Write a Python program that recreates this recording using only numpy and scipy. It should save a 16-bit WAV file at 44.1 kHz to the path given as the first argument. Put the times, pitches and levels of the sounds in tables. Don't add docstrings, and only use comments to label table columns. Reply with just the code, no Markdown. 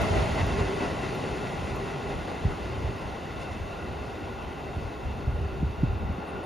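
import sys
import numpy as np
from scipy import signal
from scipy.io import wavfile
from scipy.ndimage import uniform_filter1d

SR = 44100
rng = np.random.default_rng(int(sys.argv[2]) if len(sys.argv) > 2 else 0)


def volts_from_decibels(level):
    exponent = np.asarray(level, float) / 20
    return 10 ** exponent


def unload_audio(sound):
    columns = np.transpose(np.atleast_2d(sound))
    steps = np.round(np.clip(columns, -1, 1) * 32767)
    wavfile.write(sys.argv[1], SR, steps.astype(np.int16))


N = 284445

# pitch_hz, level_db
HISS_SPECTRUM = [(200, -10), (9800, -8), (10300, -18), (11100, -18), (11400, 3), (13000, 3), (14000, 3),
                 (16000, 2.5)]
HISS_DB = -70.5

# time_s, peak_db, pitch_hz, width_hz, length_s
TICKS = [
    (0.02, -48, 12000, 4000, 0.0022),
    (.468, -54, 12000, 4000, .002),
    (1.153, -58, 13000, 2970, .002),
    (1.762, -50, 12500, 5000, 0.0014),
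    (6.279, -65, 13000, 3000, .002),
    (6.288, -63, 9400, 710, .02),
    (6.445, -58.5, 9300, 600, 0.014),
]

# start_s, hold_s, level_db
GUSTS = [(0.0, 0.014, -29), (.13, 0.077, -32), (.25, 0.43, -35), (.84, 0.057, -39), (1.06, .06, -44),
         (1.33, .03, -39.5), (1.58, 0.16, -36.5), (2.1, 0.088, -36), (2.47, .04, -33.5), (2.64, .17, -36),
         (2.83, 0.043, -31.5), (3.05, 0.03, -40), (3.32, 0.072, -41), (3.5, .01, -39.5), (3.61, .02, -36.5),
         (3.82, 0.18, -38), (4.05, 0.43, -43), (4.77, 0.091, -36), (5.06, 0.11, -36.5), (5.27, 0.22, -33),
         (5.62, 0.041, -30), (5.83, 0.094, -29), (6.02, 0.081, -32), (6.33, 0.036, -41)]
LULL_DB, GUST_RISE_DB_PER_S, GUST_FALL_DB_PER_S = -48, 152, 140
WIND_LOW_HZ, WIND_TOP_HZ = 52, 68

# peak_s, peak_db, pitch_hz, pitch_fall (0-1)
EDDIES = [(.113, -17.5, 95, 0.12), (.148, -23, 110, 0.1), (.169, -23, 70, 0.1), (.185, -23, 70, 0.3),
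          (.316, -21, 75, 0.16), (0.409, -21, 104, 0.08), (.432, -18.5, 99, 0.03), (0.456, -22, 65, 0.3),
          (0.527, -24, 70, .1), (.612, -18, 89, 0.43), (.632, -23, 65, .2), (.668, -24.5, 80, 0.1),
          (2.455, -16, 105, 0.6), (2.468, -25, 62, 0.17), (2.848, -24.5, 70, 0.13), (4.769, -27, 120, 0.56),
          (5.056, -26, 65, 0.4), (5.281, -17.5, 75, 0.24), (5.42, -31.5, 169, 0.24),
          (5.631, -19.5, 180, 0.3), (5.836, -13, 160, 0.33), (6.034, -29, 203, 0.27),
          (6.1, -22.5, 119, 0.9), (6.185, -28.5, 190, 0.1)]
EDDY_TURNS, EDDY_EXTRA_HZ = 1.58, 60

# start_s, hold_s, level_db
HUM_SPELLS = [(.1, 0.099, -35.5), (.59, 0.15, -33), (1.05, 0.33, -38.5), (1.7, 0.37, -39.5),
              (2.45, 0.45, -42.5), (3.85, .4, -45), (5.42, 0.19, -42.5), (6.3, .15, -43)]
HUM_REST_DB, HUM_RISE_DB_PER_S, HUM_FALL_DB_PER_S = -49, 129, 63
HUM_HZ, HUM_WIDTH_HZ = 392.6, 22

# pitch_hz, level_db (per Hz)
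ROAR_SPECTRUM = [(25, -24), (45, 7), (65, -6.5), (130, 0.5), (260, 0), (500, -2.5), (800, -3), (1200, -12),
                 (1700, -16.5), (3200, -21.5), (5500, -31.5), (9600, -35), (10700, -50), (15500, -53.5)]
# pitch_hz, width_hz, over_roar_db, loss_db_per_s (as the train turns away)
WHEEL_RINGS = [(140, 57, 6.5, 1.3), (648, 44, 9, 14), (800, 56, 1.5, -0.4), (1065, 154, 4, 0),
               (1417, 100, 5.5, -0.5), (2007, 240, 7.5, .5), (2680, 260, 5.5, -0.5), (3637, 220, 2, -0.5),
               (4470, 530, 1.5, -0.1), (9300, 600, -3, -1)]
RING_DB = 1.5
# time_s, jolt_db
JOINTS = [(.023, 2), (.186, 3.5), (.397, 3.5), (.608, 3), (.832, 5), (1.05, 1.5), (1.264, 1), (1.47, 1),
          (1.69, 2), (1.884, 2), (2.114, 2.5), (2.3, 3.5)]
JOLT_S, JOLT_DULL = 0.027, 0.43
# time_s, jolt_db, extra_treble_db, length_s
SWELLS = [
    (3.422, 1, 4, 0.027),
    (3.527, -1, 4, 0.011),
    (4.847, -0.5, 2, .12),
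    (6.05, 1.5, -1.5, 0.22),
    (6.38, 3.5, -2.5, 0.14),
]
START_M, SPEED_M_PER_S = 6.33, 11.4
ROAR_DB, SPREAD_DB = -33, -10
TREBLE_DB, AIR_DB_PER_M = -10.5, -.085
TREBLE_REF_DB = -15.5

# pitch_hz, likeness (0-1), left_lead_rad, left_minus_right_db
PORTS = [(60, .9, -.35, 0), (300, .9, -.2, 0), (600, .65, -.1, .5), (1050, .1, 0, 2), (1300, .5, 0, 2),
         (1800, .88, 0, 1), (2250, .98, .05, 0), (2450, .98, .1, 0), (2750, .925, .2, 0),
         (4300, .955, .2, 0), (5000, .99, .1, 0), (6700, .99, .15, 0), (7500, .97, 2, 0),
         (7700, .99, 2.9, 0), (8800, .99, 2.9, 0), (9050, .95, 1.9, 0), (10400, .95, .3, 0),
         (10700, 1, .05, 0), (12900, 1, -.1, 0), (13400, .97, -.25, 0), (13900, .7, -.9, 0),
         (14800, .5, -1.6, 0), (15600, .55, -2.0, 0)]
WIDE_S = 0.28
SQUELCH_DB, SQUELCH_HZ = -13, 1900
MASK_DB, MASK_FOLLOW = -37.5, 1.0


def evened(x):
    return x / np.sqrt(np.mean(x ** 2) + 1e-20)


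def columns(table, at, warp=lambda v: v):
    key, *rest = np.transpose(table)
    return [np.interp(warp(at), warp(key), column) for column in rest]


def resonate(x, hz, width):
    turn = np.exp(2j * np.pi * np.cumsum(hz * np.ones(x.shape[-1])) / SR)
    r = np.exp(-np.pi * width / SR)
    return 2 * (turn * signal.lfilter([1 - r], [1, -r], x / turn)).real


def shaped_noise(field_db, size):
    hop = size // 4
    frames = N // hop + 5
    hz = np.fft.rfftfreq(size, 1 / SR)[:, None]
    s = np.arange(frames) * hop / SR
    a, b = rng.standard_normal((frames, len(hz), 2, 2)).T
    spectra = (a + 1j * b) * volts_from_decibels(field_db(hz, s))
    return signal.istft(spectra, nperseg=size, noverlap=3 * size // 4)[1][:, :N]


def spells(rows, rest_db, rise_db, fall_db):
    t = np.arange(N) / SR
    level_db = np.full(N, float(rest_db))
    for start, hold, db in rows:
        climb_db = rise_db * np.maximum(start - t, 0)
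        decay_db = fall_db * np.maximum(t - start - hold, 0)
        level_db = np.maximum(level_db, db - climb_db - decay_db)
    return level_db


def amplifier_hiss():
    noise = shaped_noise(lambda hz, s: columns(HISS_SPECTRUM, hz)[0] + 0 * s, size=1024)
    return volts_from_decibels(HISS_DB) * evened(noise)


def ticks():
    t, out = np.arange(N) / SR, np.zeros(N)
    for s, db, hz, width, length in TICKS:
        near = slice(max(round((s - 3 * length) * SR), 0), round((s + 3 * length) * SR))
        puff = rng.standard_normal(4096)[:len(t[near])]
        puff = evened(resonate(resonate(puff, hz, width), hz, width))
        swell = np.exp(-((t[near][:len(puff)] - s) / length) ** 2)
        out[near][:len(puff)] += volts_from_decibels(db) * puff * swell
    return out


def wind():
    def field_db(hz, s):
        low_cut = (hz / WIND_LOW_HZ) ** 8 / (1 + (hz / WIND_LOW_HZ) ** 8)
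        return 10 * np.log10(low_cut / (1 + (hz / WIND_TOP_HZ) ** 5.76) + 1e-12) + 0 * s
    rumble = shaped_noise(field_db, size=2048)
    power = uniform_filter1d(uniform_filter1d(rumble ** 2, size=900), size=900)
    swing = np.sqrt(abs(power) + 1e-20)
    lumps = evened(uniform_filter1d(uniform_filter1d(rng.standard_normal(N), size=900), size=900))
    gust_db = spells(GUSTS, LULL_DB, GUST_RISE_DB_PER_S, GUST_FALL_DB_PER_S)
    return evened(rumble / swing ** 0.47) * volts_from_decibels(gust_db + 2.0 * lumps + 3.0)


def eddies():
    t, out = np.arange(N) / SR, np.zeros(N)
    for s, db, hz, fall in EDDIES:
        half = EDDY_TURNS / (hz + EDDY_EXTRA_HZ)
        near = slice(max(round((s - 4 * half) * SR), 0), round((s + 8 * half) * SR))
        u = (t[near] - s) / half
        onset = np.exp(-(u / 0.52) ** 2)
        tail = np.exp(-(u / 1.22) ** 2 / (1 + 0.77 * abs(u)))
        shape = np.where(u > 0, tail, onset)
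        turns = np.cumsum(hz * np.exp(-fall * np.tanh(u / 1.02))) / SR
        angle = 2 * np.pi * (turns - turns[np.argmin(abs(u))])
        out[near] += volts_from_decibels(db) * shape * (np.cos(angle) + 0.3 * shape * np.cos(2 * angle))
    return out


def gear_hum():
    wander = evened(uniform_filter1d(rng.standard_normal(N), size=6000))
    hz = HUM_HZ + 8 * wander
    tone = resonate(rng.standard_normal((2, N)), hz, HUM_WIDTH_HZ)
    tone = resonate(tone, hz, 4.8 * HUM_WIDTH_HZ)
    tone = tone / abs(uniform_filter1d(tone ** 2, size=2500)) ** 0.54
    return evened(tone) * volts_from_decibels(spells(HUM_SPELLS, HUM_REST_DB, HUM_RISE_DB_PER_S, HUM_FALL_DB_PER_S))


def wheel_ringing(hz, s):
    ring = 0
    for pitch, width, db, loss_db in WHEEL_RINGS:
        strength = volts_from_decibels(2 * np.maximum(db - loss_db * s, 0)) - 1
        ring = ring + strength / (1 + (2 * (hz - pitch) / width) ** 2) ** 2
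    return ring


def jolts_db(hz, s, high):
    joints = [(time, db, -JOLT_DULL * db, JOLT_S) for time, db in JOINTS]
    lift_db = 0
    for time, db, treble_db, length in [*joints, *SWELLS]:
        lift_db = lift_db + (db + treble_db * high) * np.exp(-((s - time) / length) ** 2)
    return np.clip(np.log2((hz + 1) / 130), 0, 1) * lift_db


def roar():
    def field_db(hz, s):
        gone_m = SPEED_M_PER_S * s
        level_db = ROAR_DB + SPREAD_DB * np.log10(1 + gone_m / START_M)
        treble_db = TREBLE_DB + AIR_DB_PER_M * gone_m - TREBLE_REF_DB
        high = np.clip(np.log2((hz + 1) / 1000) / 2.53, 0, 1.3)
        ring_db = 10 * np.log10(1 + np.maximum(wheel_ringing(hz, s), -.9) * volts_from_decibels(2 * RING_DB))
        patches = rng.standard_normal((len(s), len(hz))).T
        patches = evened(uniform_filter1d(uniform_filter1d(patches, size=7, axis=0), size=9, axis=1))
        flicker = evened(uniform_filter1d(rng.standard_normal(len(s)), size=5))
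        body_db = columns(ROAR_SPECTRUM, hz, np.log1p)[0] + ring_db + level_db + high * treble_db
        return body_db + jolts_db(hz, s, high) + 1.0 * patches + .3 * flicker
    return volts_from_decibels(-6.0) * shaped_noise(field_db, size=1024)


def scene():
    close_by = (eddies() + ticks()) * volts_from_decibels([[0], [-6]])
    return amplifier_hiss() + close_by + wind() + gear_hum() + roar()


def squelch(left, right, hz):
    pair = np.array([left + right, left - right]) / 2
    bands = (abs(pair[:, :1024]) ** 2).reshape(2, 64, 16, -1).mean(2)
    power = uniform_filter1d(bands, size=2, axis=2)[..., ::2]
    power = np.repeat(np.repeat(power, 2, axis=2), 16, axis=1)
    power = np.pad(power, ((0, 0), (0, 1), (0, 0)), "edge")[..., :pair.shape[2]]
    middle = uniform_filter1d(power[0, 32:192].mean(0), size=9)
    mask = volts_from_decibels(2 * MASK_DB) * middle.mean() * (middle / middle.mean()) ** MASK_FOLLOW
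    heard = power > np.maximum(power[::-1] * volts_from_decibels(2 * SQUELCH_DB), mask)
    pair = pair * (heard | (hz < SQUELCH_HZ))
    pair = pair * ((abs(pair) ** 2 > 1.6 * mask) | (hz < 6000))
    return np.array([pair[0] + pair[1], pair[0] - pair[1]])


def roll_off(x):
    return signal.sosfilt(signal.butter(12, 15680, fs=SR, output="sos"), x)


def record(dry):
    hz, s, (shared, loose) = signal.stft(dry, SR, nperseg=2048, noverlap=1536)
    hz = hz[:, None]
    same, lead, balance_db = columns(PORTS, hz)
    bass_cut = hz ** 3 / (hz ** 3 + 41. ** 3)
    shared, loose = shared * bass_cut, loose * bass_cut
    width = np.exp(-(s / WIDE_S) ** 2)
    same = same * (1 - .25 * width * np.clip(1.6 - hz / 4800, 0, 1))
    right = (same * shared + np.sqrt(1 - same ** 2) * loose) * np.exp(-1j * lead)
    pair = squelch(shared * volts_from_decibels(balance_db / 2), right / volts_from_decibels(balance_db / 2), hz)
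    pair = signal.istft(pair, SR, nperseg=2048, noverlap=1536)[1][:, :N]
    return roll_off(pair)


dry = scene()
out = record(dry)
unload_audio(out)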